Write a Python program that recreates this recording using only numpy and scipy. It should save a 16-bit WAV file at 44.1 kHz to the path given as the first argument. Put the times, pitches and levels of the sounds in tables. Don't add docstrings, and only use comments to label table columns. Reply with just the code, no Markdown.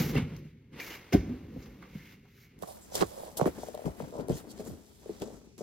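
import sys
import numpy as np
from scipy import signal
from scipy.fft import rfft, irfft, next_fast_len
from scipy.io import wavfile
from scipy.ndimage import uniform_filter1d

SR = 44100
rng = np.random.default_rng(int(sys.argv[2]) if len(sys.argv) > 2 else 0)


def master(y):
    cut = np.clip(np.atleast_2d(y).T, -1, 1)
    pcm = np.round(cut * 32767)
    wavfile.write(sys.argv[1], SR, pcm.astype(np.int16))


N = 248077
T = np.arange(N) / SR

# t/s, right port's lead/ms, L-R/dB
FOOT_PATH = [(2.6, .7, -5), (3.05, .75, -5), (3.25, .5, -4), (3.37, -.1, 5), (3.4, .3, -3), (3.49, .25, 0),
             (3.63, -.15, 4), (3.78, -.35, 6), (4.3, -.25, 4), (4.6, 0, 3), (5.1, .15, 3), (5.63, 0, 3)]
# f/Hz, side-mid/dB
NEAR_WIDTH = [(60, -13), (110, -13), (200, -7), (380, -2), (700, -2.5), (1290, -1), (2380, 3), (4400, 1),
              (8120, 12), (15000, -15)]


def landings():
    # t/s, level/dB, f/Hz, t60/s, slap-thud/dB
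    impacts = [(0.004, -26.5, 163, 0.12, -21), (0.031, -31, 151, 0.072, -22.5),
               (0.055, -42, 210, 0.048, -21.5), (0.098, -28, 190, 0.16, -13),
               (0.15, -16, 179.4, 0.072, -17.5), (0.144, -31.5, 200, .04, -4), (0.173, -20, 190, 0.32, -14),
               (0.216, -23.5, 123, 0.13, -22), (0.42, -40.5, 149, 0.39, -28.5),
               (0.448, -39.5, 144.4, 0.14, -21), (1.122, -26, 433, 0.046, -19),
               (1.131, -37.5, 630, 0.037, -2), (1.135, -10.5, 218, 0.024, -13.5),
               (1.141, -15, 313, 0.024, -19), (1.146, -19.5, 378, 0.048, -20),
               (1.159, -24.5, 73, 0.17, -14), (1.201, -37, 76, 0.16, -19), (1.29, -25, 223.6, 0.1, -24),
               (1.334, -35.5, 110, 0.11, -26), (1.448, -45, 210, 0.15, -21), (1.56, -32, 168, 0.025, -36),
               (1.657, -43.5, 129, 0.14, -5), (1.949, -30.5, 180, 0.066, -20)]
    # f/Hz, t60/s
    modes = [(71, 0.15), (125, 0.018), (155, 0.57), (200, 0.07), (248, 0.88), (305, 0.076), (385, 0.35),
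             (480, 0.032), (620, 0.014), (720, 0.0079)]
    # t/s, level/dB, f/Hz, t60/s
    snaps = [(0.0225, -26, 12500, 0.017), (0.114, -36, 5040, 0.007), (0.114, -29, 12500, .008),
             (0.152, -45.5, 12000, 0.011), (0.165, -36.5, 2330, 0.099), (0.175, -42, 2720, 0.12),
             (0.364, -42, 5830, 0.017), (0.3655, -40, 12000, 0.011), (0.3915, -48, 12040, 0.015),
             (0.801, -33.5, 2150, 0.025), (0.799, -32.5, 3980, 0.014), (0.94, -45, 2150, 0.021),
             (1.1308, -21, 5000, 0.012), (1.1315, -44, 2220, 0.023), (1.624, -48, 5160, .1),
             (1.822, -54, 805, .03), (1.826, -45, 1500, 0.022), (2.378, -58.5, 1550, 0.022)]
    # t/s, length/s, start f/Hz, end f/Hz, width/Hz, level/dB
    vinyl_rasps = [(0.161, 0.03, 2695, 2680, 90, -38.5), (0.169, .034, 2233, 2150, 120, -44.5),
                   (0.803, 0.061, 2380, 2320, 80, -47), (.86, 0.076, 2210, 1980, 79, -56),
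                   (0.904, .048, 2990, 2920, 110, -48), (.797, .012, 2070, 2070, 202, -46.5),
                   (0.939, .05, 2304, 2256, 89.5, -55.5), (1.13, 0.028, 690, 683, 50, -36),
                   (1.128, 0.023, 2110, 2080, 70, -47), (1.129, 0.029, 1478, 1710, 200, -46),
                   (1.97, 0.14, 2040, 2250, 200, -66), (1.98, 0.057, 1705, 1790, 150, -62.5),
                   (2.374, .014, 1640, 1650, 150, -66), (2.41, 0.098, 2250, 2240, 200, -71)]
    contact_s, smack_db, mat_cutoff_hz = 0.0062, -15.5, 67
    thud, slap, t = np.zeros(N), np.zeros(N), T[:SR // 3]
    for s, db, hz, t60, slap_db in impacts:
        push = rng.standard_normal((3, len(t))) * t / contact_s * np.exp(-t / contact_s)
        mat = sum(ring(mode_hz, 2 / (1 / mode_t60 + 1 / t60), t) / (1 + (7.4 * np.log2(mode_hz / hz)) ** 2)
                  for mode_hz, mode_t60 in modes)
        add(thud, s, band(signal.fftconvolve(push[0], mat)[:len(t)], mat_cutoff_hz, 640), db)
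        add(thud, s, band(push[1], 470, 750), db + slap_db + smack_db)
        add(slap, s, push[2] * np.exp(-t / 0.0063), db + slap_db)
    for s, db, hz, t60 in snaps:
        crack = rng.standard_normal(6000) * 1000. ** (-t[:6000] / t60)
        add(slap, s, band(crack, 0.73 * hz, 1.51 * hz) + 0.2 * crack, db)
    thud = band(thud, 48, 1500)
    return thud + tail(thud, 1.0, -25.5, 380), slap + tail(slap, 0.45, -8.5, 3000) + rasps(vinyl_rasps)


def cloth_on_vinyl(slap, rustle_db):
    # t/s, rise/s, hold/s, fall/s, level/dB, relative hiss above 6 kHz/dB
    slides = [(0.0, .01, 0.016, 0.13, -37, -2.5), (0.099, 0.069, 0.0041, 0.031, -45.5, -2),
              (0.173, 0.075, .005, 0.075, -37.5, -32), (0.297, 0.14, 0.056, 0.097, -57.5, -19),
              (0.374, 0.015, 0.021, 0.02, -65, -5), (0.734, 0.014, 0.062, 0.13, -56.5, -30),
              (0.802, 0.004, 0.075, 0.099, -51.5, 0), (0.906, 0.11, 0.046, 0.062, -46.5, -7),
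              (1.126, 0.0039, 0.009, 0.059, -36.5, -11.5), (1.607, 0.23, .02, 0.36, -60, -8.5),
              (1.819, 0.036, 0.0057, 0.15, -58.5, -26), (1.96, 0.19, 0.17, 0.072, -57.5, -9.5),
              (2.415, 0.18, 0.033, 0.054, -65.5, 0)]
    # f/Hz, level/dB
    spectrum = [(180, -30), (300, 1.5), (567, -2), (627, -8.5), (694, -6), (1250, -7.5), (1700, -4.5),
                (2130, -1), (3710, -11.5), (6240, -16.5), (7900, -28), (8400, -53), (9900, -40),
                (10500, -24), (13300, -18), (15700, -23.5), (16500, -14)]
    # f/Hz, level/dB
    side_spectrum = [(300, -6.5), (1100, 5), (2000, -12), (2800, -4), (8800, -5), (12500, -10.5),
                     (13500, -32.5)]
    # f/Hz, width/Hz, level/dB
    resonances = [(2150, 204, -7.5), (2770, 110, -6.5)]
    # t/s, level/dB
    body_curve = [(0, -1), (0.3, 5.5), (0.46, -4.5), (0.53, -7), (0.7, 4), (0.74, 1), (1.0, 0), (1.12, 1),
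                  (1.2, -0.5), (1.3, 6), (1.6, 3), (1.85, 3.5), (2.0, -4.5), (2.13, -6), (2.18, -3),
                  (2.235, -11), (2.255, 6), (2.28, 2), (2.31, -11), (2.44, -8), (2.47, -4), (2.5, -12),
                  (2.55, 1), (2.62, 2)]
    top_hiss_rest_db, side_db = -15, -8
    *shape, db, top_hiss_db = np.transpose(slides)
    slide_db = strokes(*shape, db, rustle_db)
    top_hiss_db = strokes(*shape, db + top_hiss_db, rustle_db + top_hiss_rest_db) - slide_db
    friction = rng.standard_normal((2, N)) * undb(slide_db + 1.05 * walk(200))
    impulse = np.arange(4096) == 0

    def at_phone(x):
        x = colour(x, spectrum) / np.linalg.norm(colour(impulse, spectrum))
        return x + sum(undb(db) * signal.lfilter(*signal.iirpeak(hz, hz / width_hz, SR), x)
                       for hz, width_hz, db in resonances)

    cloth, crack = at_phone(friction[0]), at_phone(slap)
    body = band(cloth + crack, 110, 1307) * undb(curves(body_curve)[0])
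    treble_lift = np.std(band(cloth, 1860, 7000)) / np.std(band(cloth, 10000, 16400))
    top_hiss = band(cloth, 6000, 22000) * treble_lift * undb(top_hiss_db)
    mid = body + band(cloth + crack, 1366, 4440) + band(crack, 4430, 22000) + top_hiss
    side = colour(tail(slap, 0.05, 0, 20000) + friction[1], side_spectrum)
    side *= undb(side_db) / np.linalg.norm(colour(impulse, side_spectrum))
    return np.array([mid + side, mid - side])


def steps():
    # t/s, level/dB, f/Hz, L-R/dB
    toes = [(2.6265, -29.5, 540.0, -5.5), (2.6351, -35, 1110, -9.5), (2.6366, -34, 604, -8),
            (2.652, -47, 624, -2.0), (2.6756, -40, 600.0, -3), (2.6887, -40.0, 653, -12),
            (2.7104, -38.5, 610.0, -4.0), (2.923, -36, 600.0, -2.5), (2.9456, -40, 570.0, -11),
            (2.9547, -25.5, 530.0, -4.0), (2.9633, -36, 1015, -5), (2.9744, -31, 556, -1.0),
            (2.9807, -39, 485, -2), (3.0026, -30, 538, 0), (3.0099, -28.5, 1110.0, -13),
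            (3.0155, -32, 1000.0, -17), (3.0164, -18.1, 373, -1), (3.0244, -22.5, 1080.0, -7),
            (3.0258, -14.5, 497, -6.5), (3.0313, -26, 1020, -17), (3.0339, -21, 430, -7.0),
            (3.0438, -44, 520.0, 6), (3.0521, -41, 500.0, 1.0), (3.236, -34.5, 605, -7.5),
            (3.2638, -41.5, 550, -7.0), (3.3965, -31.5, 1040.0, -1), (3.3985, -19, 610, -1),
            (3.408, -29, 614, -2), (3.4134, -22.5, 1044, -8.0), (3.4152, -16.6, 582, -9.5),
            (3.4298, -27, 663, -8.0), (3.4449, -25.5, 556, -4), (3.4531, -31.0, 520.0, -6),
            (3.4579, -27.5, 1150, -12), (3.4611, -17.9, 422, -2), (3.468, -42, 1110.0, -6.0),
            (3.4695, -26, 600, -1), (3.4762, -36.6, 1200, -4.0), (3.4788, -20, 506, 0),
            (3.4854, -32.5, 520, 1.0), (3.6349, -28.5, 620, 1.5), (3.6874, -31.5, 528, 6.5),
            (3.7458, -32, 576, 5.0), (3.7518, -30.8, 580.0, 6.0), (3.7776, -36, 620.0, 10),
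            (3.7941, -32.6, 575, 8), (3.806, -42, 520, 2), (3.8213, -36, 537, 6), (3.8443, -38, 550.0, 9),
            (3.8615, -37.5, 970, 1), (3.8618, -30, 348, 5.0), (3.8791, -32.5, 600.0, 7.0),
            (3.892, -39, 600.0, 1), (4.0024, -35, 980, 8), (4.0043, -28.0, 495, 5), (4.0236, -37.5, 660, 4),
            (4.0437, -43, 514, 7), (4.127, -37, 500, -1), (4.142, -35.7, 545, -1), (4.1549, -33.1, 535, -1),
            (4.1736, -37, 490.0, 2), (4.1907, -33.2, 450.0, 6), (4.1996, -30, 490.0, 9),
            (4.2102, -37.9, 440.0, 1), (4.2873, -29, 466, 7.0), (4.2957, -39.4, 930, 2.0),
            (4.3005, -22.7, 483, 5), (4.3102, -23, 430, -1), (4.3361, -36.7, 487, 1),
            (4.3562, -43, 465, -4), (4.5981, -33, 486, 0), (4.6076, -31, 445, 0), (4.6152, -42, 497, 8),
            (4.623, -42, 560.0, 6), (4.6307, -46, 445, 2.0), (4.6538, -44, 470.0, 4.0),
            (4.6646, -44.5, 474, 9), (4.7027, -40.7, 510, 6), (5.0616, -35, 440.0, 2.0),
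            (5.0965, -28.5, 383, 3), (5.107, -33.5, 346, 6), (5.214, -40, 494, 4), (5.2224, -33, 463, 2),
            (5.2327, -31, 400.0, 4), (5.2459, -39.5, 530, -4), (5.2763, -41, 460.0, 1),
            (5.2848, -37, 488, 3.0), (5.305, -41, 510.0, 1.0), (5.6098, -30.5, 463, 2),
            (5.6173, -38, 570, -2), (5.6228, -39.5, 514, -2.0)]
    # t/s, level/dB, f/Hz, L-R/dB
    heels = [(3.02, -27, 268, -10), (3.028, -28.5, 206, -7), (3.423, -23, 174.5, 0),
             (3.465, -25.5, 256, -1), (3.869, -23, 188, 5), (3.89, -41, 166, 7), (4.011, -35, 230, 3),
             (4.033, -36.5, 149.7, -4), (4.209, -41.5, 186, 8), (4.303, -21.5, 170, -2),
             (4.325, -33.5, 134, 13), (4.347, -36, 145, 0), (4.603, -38.5, 188, 1),
             (4.692, -37.5, 183.4, 2), (4.716, -41.5, 118, -9), (4.732, -43, 83, 0),
             (5.102, -49.5, 190, -3), (5.226, -43.5, 212, 2), (5.616, -41, 190, 5)]
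    knocks, boom, t = np.zeros((2, N)), np.zeros(N), T[:SR // 4]
    path_s, lead_ms, _ = np.transpose(FOOT_PATH)
    for contacts, cycles_per_db, base_glide, rough in [(toes, -.02, .3, .2), (heels, -.07, .35, .3)]:
        for s, db, hz, pan_db in contacts:
            lead_rad = 2 * np.pi * min(hz, np.sqrt(hz * 500)) * np.interp(s, path_s, lead_ms) / 1000
            cycles = 2.5 + cycles_per_db * (db + 28.5)
            glide = base_glide + 0.0656 * max(db + 31, 0)
            wave, rise_s = bending_wave(hz, cycles, glide, rough, lead_rad)
            for port, sign in enumerate((1, -1)):
                add(knocks[port], s - rise_s, wave[port], db + sign * pan_db / 2)
    for s, db, *_ in heels:
        push = rng.standard_normal(len(t)) * t * np.exp(-t / 0.011)
        add(boom, s, band(push, 56, 120), db - 14.5)
    direct = knocks + skin_ticks()
    return boom + direct + np.array([tail(x, 0.072, -15, 1400) for x in direct])


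def bending_wave(hz, cycles, glide, rough, lead_rad):
    rise_s = cycles / hz / 2.3
    u = T[:int(6 * rise_s * SR)] / rise_s
    turns = hz * rise_s * ((1.07 - 0.42 * glide) * u + glide * (1 - np.exp(-u)))
    scatter = unit(band(rng.standard_normal((2, len(u) + 2000)), 0.58 * hz, 1.58 * hz)[:, 2000:])
    chirp = np.sin(2 * np.pi * (turns + rng.uniform()) + np.array([[0], [lead_rad]]))
    envelope = u ** 1.35 * np.exp(-u ** 1.45 / 1.02)
    return (chirp + rough * scatter) * envelope, rise_s


def skin_ticks():
    # t/s, level/dB, L-R/dB, f/Hz
    releases = [(2.59, -42, 1, 8000), (2.6232, -34.5, -4, 6900), (2.953, -22, -4, 6040),
                (3.009, -27, -12, 2210), (3.013, -24, -6, 3900), (3.0236, -28, -16, 2260),
                (3.0347, -33, -3.5, 2270), (3.372, -47, 3, 7600), (3.4123, -30, 1, 4570),
                (3.4565, -35, 0, 3200), (3.458, -42, 0, 9000), (3.466, -40, -0.5, 4820),
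                (3.4764, -46, 0.0, 2270), (3.685, -41, 9, 11000), (3.7475, -34, -1, 9000),
                (3.75, -39, 0, 7000), (3.7756, -43, 8, 3160), (3.856, -44, -9, 2400),
                (4.0008, -52, 0.5, 4000), (4.1672, -47, -1, 4030), (4.198, -48, -1, 2100),
                (4.284, -34, 1, 7000), (4.295, -38, -2, 5000), (4.6515, -41, 0, 11000),
                (4.718, -50, 0, 7500), (4.5133, -64, 1, 4420), (4.595, -48, -0.5, 2050),
                (5.2, -40, -1.0, 8800), (5.2198, -31.5, 2, 6560), (5.58, -47, -11, 7310)]
    left, shared, own = np.zeros((3, N))
    for s, db, pan_db, hz in releases:
        burst = rng.standard_normal((2, 800)) * 1000. ** (-T[:800] / 0.0079)
        tick = band(burst, 0.38 * hz, min(2.1 * hz, 18000))
        add(left, s, tick[0], db + 0.46 * pan_db)
        add(shared, s, tick[0], db - 0.75 * pan_db)
        add(own, s, tick[1], db - 0.5 * pan_db)
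    return np.array([left, right_port(shared, own)])


def scuffs():
    # t/s, rise/s, fall/s, scuff/dB, shuffle/dB, drag/dB, hiss-scuff/dB
    rubs = [(2.628, 0.018, 0.025, -53.5, -43.5, -52, -2), (2.69, 0.051, 0.12, -54, -69, -69, 1.5),
            (2.954, 0.026, 0.077, -37, -42.5, -47, -6.5), (2.988, 0.075, 0.06, -47.5, -50, -40, -18),
            (3.015, 0.018, 0.026, -41, -31, -32.5, -20), (3.25, 0.97, 0.24, -58, -56, -55, -0.5),
            (3.371, 0.003, 0.024, -37.5, -51, -51, 0.5), (3.386, 0.014, 0.0098, -41, -60, -56, -3),
            (3.414, 0.046, 0.072, -49, -36.5, -43.5, -19), (3.46, 0.0061, 0.056, -52, -30, -39.5, 0),
            (3.62, 0.19, 0.23, -55, -52.5, -73, -4.5), (3.857, 0.0071, 0.058, -57, -31.5, -62, -3),
            (4.003, 0.09, 0.25, -64, -46.5, -52, -16), (4.2, 0.14, 0.052, -58.5, -43, -68, -5.5),
            (4.297, 0.012, 0.11, -53, -38.5, -51, -3), (4.371, 0.091, 0.078, -51.5, -65, -49.5, -2),
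            (4.51, 0.039, 0.033, -52.5, -69, -77, -5), (4.598, 0.076, 0.062, -56.5, -55, -53.5, -6),
            (4.67, 0.069, 0.13, -56.5, -45, -59, -2.5), (5.11, 0.21, 0.43, -61.5, -54, -58, -17),
            (5.22, 0.016, 0.032, -49.5, -37.5, -50, -19), (5.249, 0.061, 0.26, -61.5, -46.5, -78, -20),
            (5.582, 0.0055, 0.24, -57, -52.5, -57, -7), (5.63, 0.028, .05, -71, -41, -66, -9)]
    # t/s, scuff/dB, shuffle/dB, drag/dB
    shifting = [(2.55, -79, -55, -76), (2.66, -74, -65, -58), (2.8, -70, -80, -63), (2.91, -74, -97, -67),
                (3.06, -56, -69, -61), (3.36, -83, -93, -84), (3.55, -75, -49.5, -55.5),
                (3.84, -66, -57.5, -55.5), (4.1, -68, -57, -69), (4.26, -82, -46.5, -75),
                (4.5, -77, -52.5, -64), (4.76, -69.5, -54.5, -66), (4.9, -68, -63.5, -66),
                (5.05, -69.5, -76, -83), (5.35, -68, -56, -66), (5.46, -79, -66, -90),
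                (5.55, -82, -95, -110)]
    # t/s, length/s, start f/Hz, end f/Hz, width/Hz, level/dB
    swishes = [(2.67, 0.066, 9500, 9000, 2500, -50), (2.81, 0.065, 8000, 6900, 2500, -50.5),
               (2.915, 0.024, 6000, 5980, 2500, -47), (3.6, 0.091, 6000, 6900, 2000, -52),
               (4.32, 0.094, 6200, 7030, 1800, -46), (4.31, .04, 3200, 3200, 1200, -48),
               (4.49, 0.044, 4600, 4390, 1500, -50.5), (4.57, .05, 4200, 4220, 1500, -54),
               (4.652, 0.049, 7500, 6530, 2500, -47)]
    # f/Hz, level/dB
    spectrum = [(24, -53), (40, -8), (86, -14.5), (218, -2), (314, -2), (366, -4), (574, -11), (1570, -28),
                (2500, -38), (3250, -40), (5500, -120)]
    hold_s, hiss_rest_db, spread = 0.004, -2.5, 0.71
    rest_db = curves(shifting)
    s, rise_s, fall_s, *peak_db, hiss_db = np.transpose(rubs)
    shape = s, rise_s, hold_s, fall_s
    scuff_db, shuffle_db, drag_db = (strokes(*shape, db, rest) for db, rest in zip(peak_db, rest_db))
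    hiss_db = strokes(*shape, peak_db[0] + hiss_db, rest_db[0] + hiss_rest_db) - scuff_db
    left, own = (skin_friction(scuff_db, drag_db, hiss_db) + rasps(swishes) for _ in range(2))
    shuffle = grainy_noise(spectrum, 3.4, 90) * undb(shuffle_db)
    shuffle = shuffle + spread * (widen(shuffle, NEAR_WIDTH, 0.055) - shuffle)
    return np.array([left, right_port(left, own)]), shuffle


def skin_friction(scuff_db, drag_db, hiss_db):
    # f/Hz, level/dB
    drag_spectrum = [(700, 1), (1200, -5.5), (2000, -6.5), (2600, -10), (4200, -17)]
    bands_hz = (3000, 5140), (5000, 7950), (8500, 14500)
    grit = rng.standard_normal(N) * undb(2.8 * walk(400))
    low, mid, top = (unit(band(grit, *hz)) * undb(2 * walk(30)) for hz in bands_hz)
    drag = grainy_noise(drag_spectrum, 3.0, 200) * undb(drag_db)
    return undb(scuff_db) * (unit(low + 1.45 * mid) + top * undb(hiss_db)) + drag


def rasps(table):
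    out = np.zeros(N)
    for s, length_s, from_hz, to_hz, width_hz, db in table:
        u = np.arange(int(length_s * SR)) / (length_s * SR)
        lowpass = signal.butter(2, width_hz / 2, fs=SR, output="sos")
        grip = unit(signal.sosfilt(lowpass, rng.standard_normal((2, len(u) + 2000)))[:, 2000:])
        phase = 2 * np.pi * length_s * (from_hz * u + (to_hz - from_hz) * u ** 2 / 2)
        rasp = (0.9 + grip[0]) * np.sin(phase) + grip[1] * np.cos(phase)
        add(out, s, rasp * np.sin(np.pi * u ** 0.58), db)
    return out


def sole_rolls():
    # t/s, rise/s, hold/s, fall/s, level/dB
    rolls = [(2.674, 0.034, 0.029, .12, -49), (2.752, 0.033, 0.016, 0.079, -54.5),
             (2.923, 0.049, 0.045, .05, -55), (3.132, 0.14, 0.076, 0.066, -49),
             (3.225, .04, 0.061, 0.11, -50), (3.86, 0.017, .02, 0.19, -51), (4.03, .02, 0.024, 0.027, -54),
             (4.135, 0.018, 0.075, 0.067, -47.5), (3.382, 0.018, .02, 0.027, -38.5),
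             (3.436, .01, .01, .03, -44), (4.453, 0.1, 0.015, 0.041, -62.5),
             (5.03, 0.019, 0.014, 0.027, -66), (5.252, 0.045, 0.022, 0.074, -65)]
    # f/Hz, level/dB
    hollow = [(250, -28), (420, -5), (580, 4), (750, -3), (1000, -5), (1300, -18), (1800, -45)]
    grains = grainy_noise(hollow, 2.4, 100)
    scatter = np.array([grainy_noise(hollow, 4.6, 130) for _ in range(2)])
    return (grains + 0.49 * scatter) * undb(strokes(*np.transpose(rolls), rest_db=-120.))


def mat_rumble(level_db):
    # f/Hz, level/dB
    spectrum = [(15, -30), (25, -37.5), (54, 7.5), (92, -14.5), (128, 3.5), (233, 3.5), (541, -10.5),
                (620, -32.5), (900, -32.5), (1170, -45.5), (1980, -120)]
    return grainy_noise(spectrum, 1.0, 28) * undb(level_db)


def hall_hum(near):
    # f/Hz, level/dB
    far_spectrum = [(15, -75), (25, -14), (105, -1.5), (159, -5.5), (296, -10), (321, -28), (410, -8),
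                    (457, -50), (524, -47.5), (878, -78), (1780, -34), (2000, -32), (2150, -26),
                    (2330, -32.5), (2500, -37), (2820, -39.5), (16500, -90)]
    # f/Hz, level/dB
    near_spectrum = [(15, -47), (25, -47), (53, 7), (150, -4), (226, 1), (266, -26.5), (422, -1.5),
                     (553, -46), (634, -66), (687, -63), (2210, -29.5), (6730, -32), (16500, -88)]
    if near:
        return grainy_noise(near_spectrum, 1.4, 4) * undb(-59.5)
    return grainy_noise(far_spectrum, 0.81, 67) * undb(-60.5)


def tail(x, t60, db, hz):
    t = T[:int(t60 * SR)]
    decay = rng.standard_normal(len(t)) * 1000. ** (-t / t60)
    echo = signal.lfilter([1], [1, -np.exp(-2 * np.pi * hz / SR)], decay)
    return signal.fftconvolve(x, echo * undb(db) / np.sqrt(np.sum(echo ** 2)))[:N]


def widen(mid, side_spectrum, t60):
    side = colour(tail(mid, t60, 0, 24000), side_spectrum)
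    return np.array([mid + side, mid - side])


def pan_to_feet(pair):
    lead_ms, pan_db = curves(FOOT_PATH)
    return np.array([np.interp(T - sign * lead_ms / 2000, T, x) * undb(sign * pan_db / 2)
                     for x, sign in zip(pair, (1, -1))])


def right_port(left, own):
    # f/Hz, right port's lead/rad
    phase_lead = [(2000, -1.58), (3000, -1.8), (4500, 0.76), (6000, 1.9), (7500, 1.58), (11000, 1.45),
                  (16000, 1.8)]
    coherence, size = 0.45, next_fast_len(N)
    lead_rad = np.interp(np.fft.rfftfreq(size, 1 / SR), *np.transpose(phase_lead))
    turned = irfft(rfft(left, size) * np.exp(1j * lead_rad), size)[:N]
    return coherence * turned + np.sqrt(1 - coherence ** 2) * own


def strokes(times_s, rises_s, holds_s, falls_s, levels_db, rest_db):
    power = undb(rest_db) ** 2 + np.zeros(N)
    for s, rise, hold, fall, db in np.broadcast(times_s, rises_s, holds_s, falls_s, levels_db):
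        heard = slice(max(int((s - 3 * rise) * SR), 0), int((s + hold + 3 * fall) * SR))
        t = T[heard]
        drop_db = 20 * np.maximum(np.maximum((s - t) / rise, (t - s - hold) / fall), 0)
        power[heard] += undb(db - drop_db) ** 2
    return 10 * np.log10(power)


def grainy_noise(spectrum, grain_db, rate_hz):
    return unit(colour(rng.standard_normal(N) * undb(grain_db * walk(rate_hz)), spectrum))


def walk(rate_hz):
    hold = int(SR / rate_hz)
    return uniform_filter1d(np.repeat(rng.standard_normal(N // hold + 1), hold), hold)[:N]


def ring(hz, t60, t):
    return np.sin(2 * np.pi * hz * t) * 1000. ** (-t / t60)


def colour(x, spectrum, size=4096):
    hz, db = np.transpose(spectrum)
    grid_hz = np.arange(size + 1) * SR / 2 / size + 1
    cepstrum = irfft(np.log(undb(np.interp(np.log(grid_hz), np.log(hz), db))))
    cepstrum[1:size] *= 2
    cepstrum[size + 1:] = 0
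    return signal.fftconvolve(x, irfft(np.exp(rfft(cepstrum)))[:size])[:len(x)]


def band(x, lo_hz, hi_hz):
    return signal.sosfilt(signal.butter(3, [lo_hz, hi_hz], "band", fs=SR, output="sos"), x)


def curves(table):
    s, *columns = np.transpose(table)
    return [np.interp(T, s, column) for column in columns]


def add(out, s, x, db):
    i = int(s * SR)
    out[i:i + len(x)] += (undb(db) * x / np.abs(x).max())[:N - i]


def undb(db):
    return 10 ** (np.asarray(db) / 20)


def unit(x):
    return x / np.sqrt(np.mean(x ** 2))


def scene():
    # t/s, cloth rustle/dB, mat rumble/dB
    shifting = [(0.0, -48, -25), (0.13, -57, -37.5), (0.24, -72.5, -45), (0.42, -67, -49.5),
                (0.47, -63.5, -64), (0.54, -72.5, -63), (0.7, -77.5, -64), (0.74, -68, -47),
                (0.79, -48, -49), (0.82, -52.5, -56), (1.11, -58, -62), (1.18, -59, -70),
                (1.25, -59.5, -54), (1.36, -59.5, -66), (1.52, -66.5, -47), (1.88, -69.5, -54.5),
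                (2.2, -68, -63), (2.45, -67.5, -69.5), (2.62, -71, -55.5)]
    # f/Hz, side-mid/dB
    far_width = [(60, -42.5), (110, -34), (200, -27), (380, -14), (700, 2.5), (1290, 5), (2380, -3),
                 (4400, 5), (8120, 2), (15000, -18.5)]
    fade_s = (2.58, 2.62)
    rustle_db, rumble_db = curves(shifting)
    thud, slap = landings()
    far = cloth_on_vinyl(slap, rustle_db)
    far += widen(thud + mat_rumble(rumble_db) + hall_hum(near=False), far_width, 0.01)
    scuff, shuffle = scuffs()
    near = steps() + scuff + pan_to_feet(sole_rolls() + shuffle)
    near += widen(hall_hum(near=True), NEAR_WIDTH, 0.049)
    mix = np.interp(T, fade_s, [0, 1])
    return far * np.sqrt(1 - mix) + near * np.sqrt(mix)


def record(dry):
    cutoff_hz = 15900
    return signal.sosfilt(signal.ellip(10, .2, 60, cutoff_hz, fs=SR, output="sos"), dry)


dry = scene()
out = record(dry)
master(out)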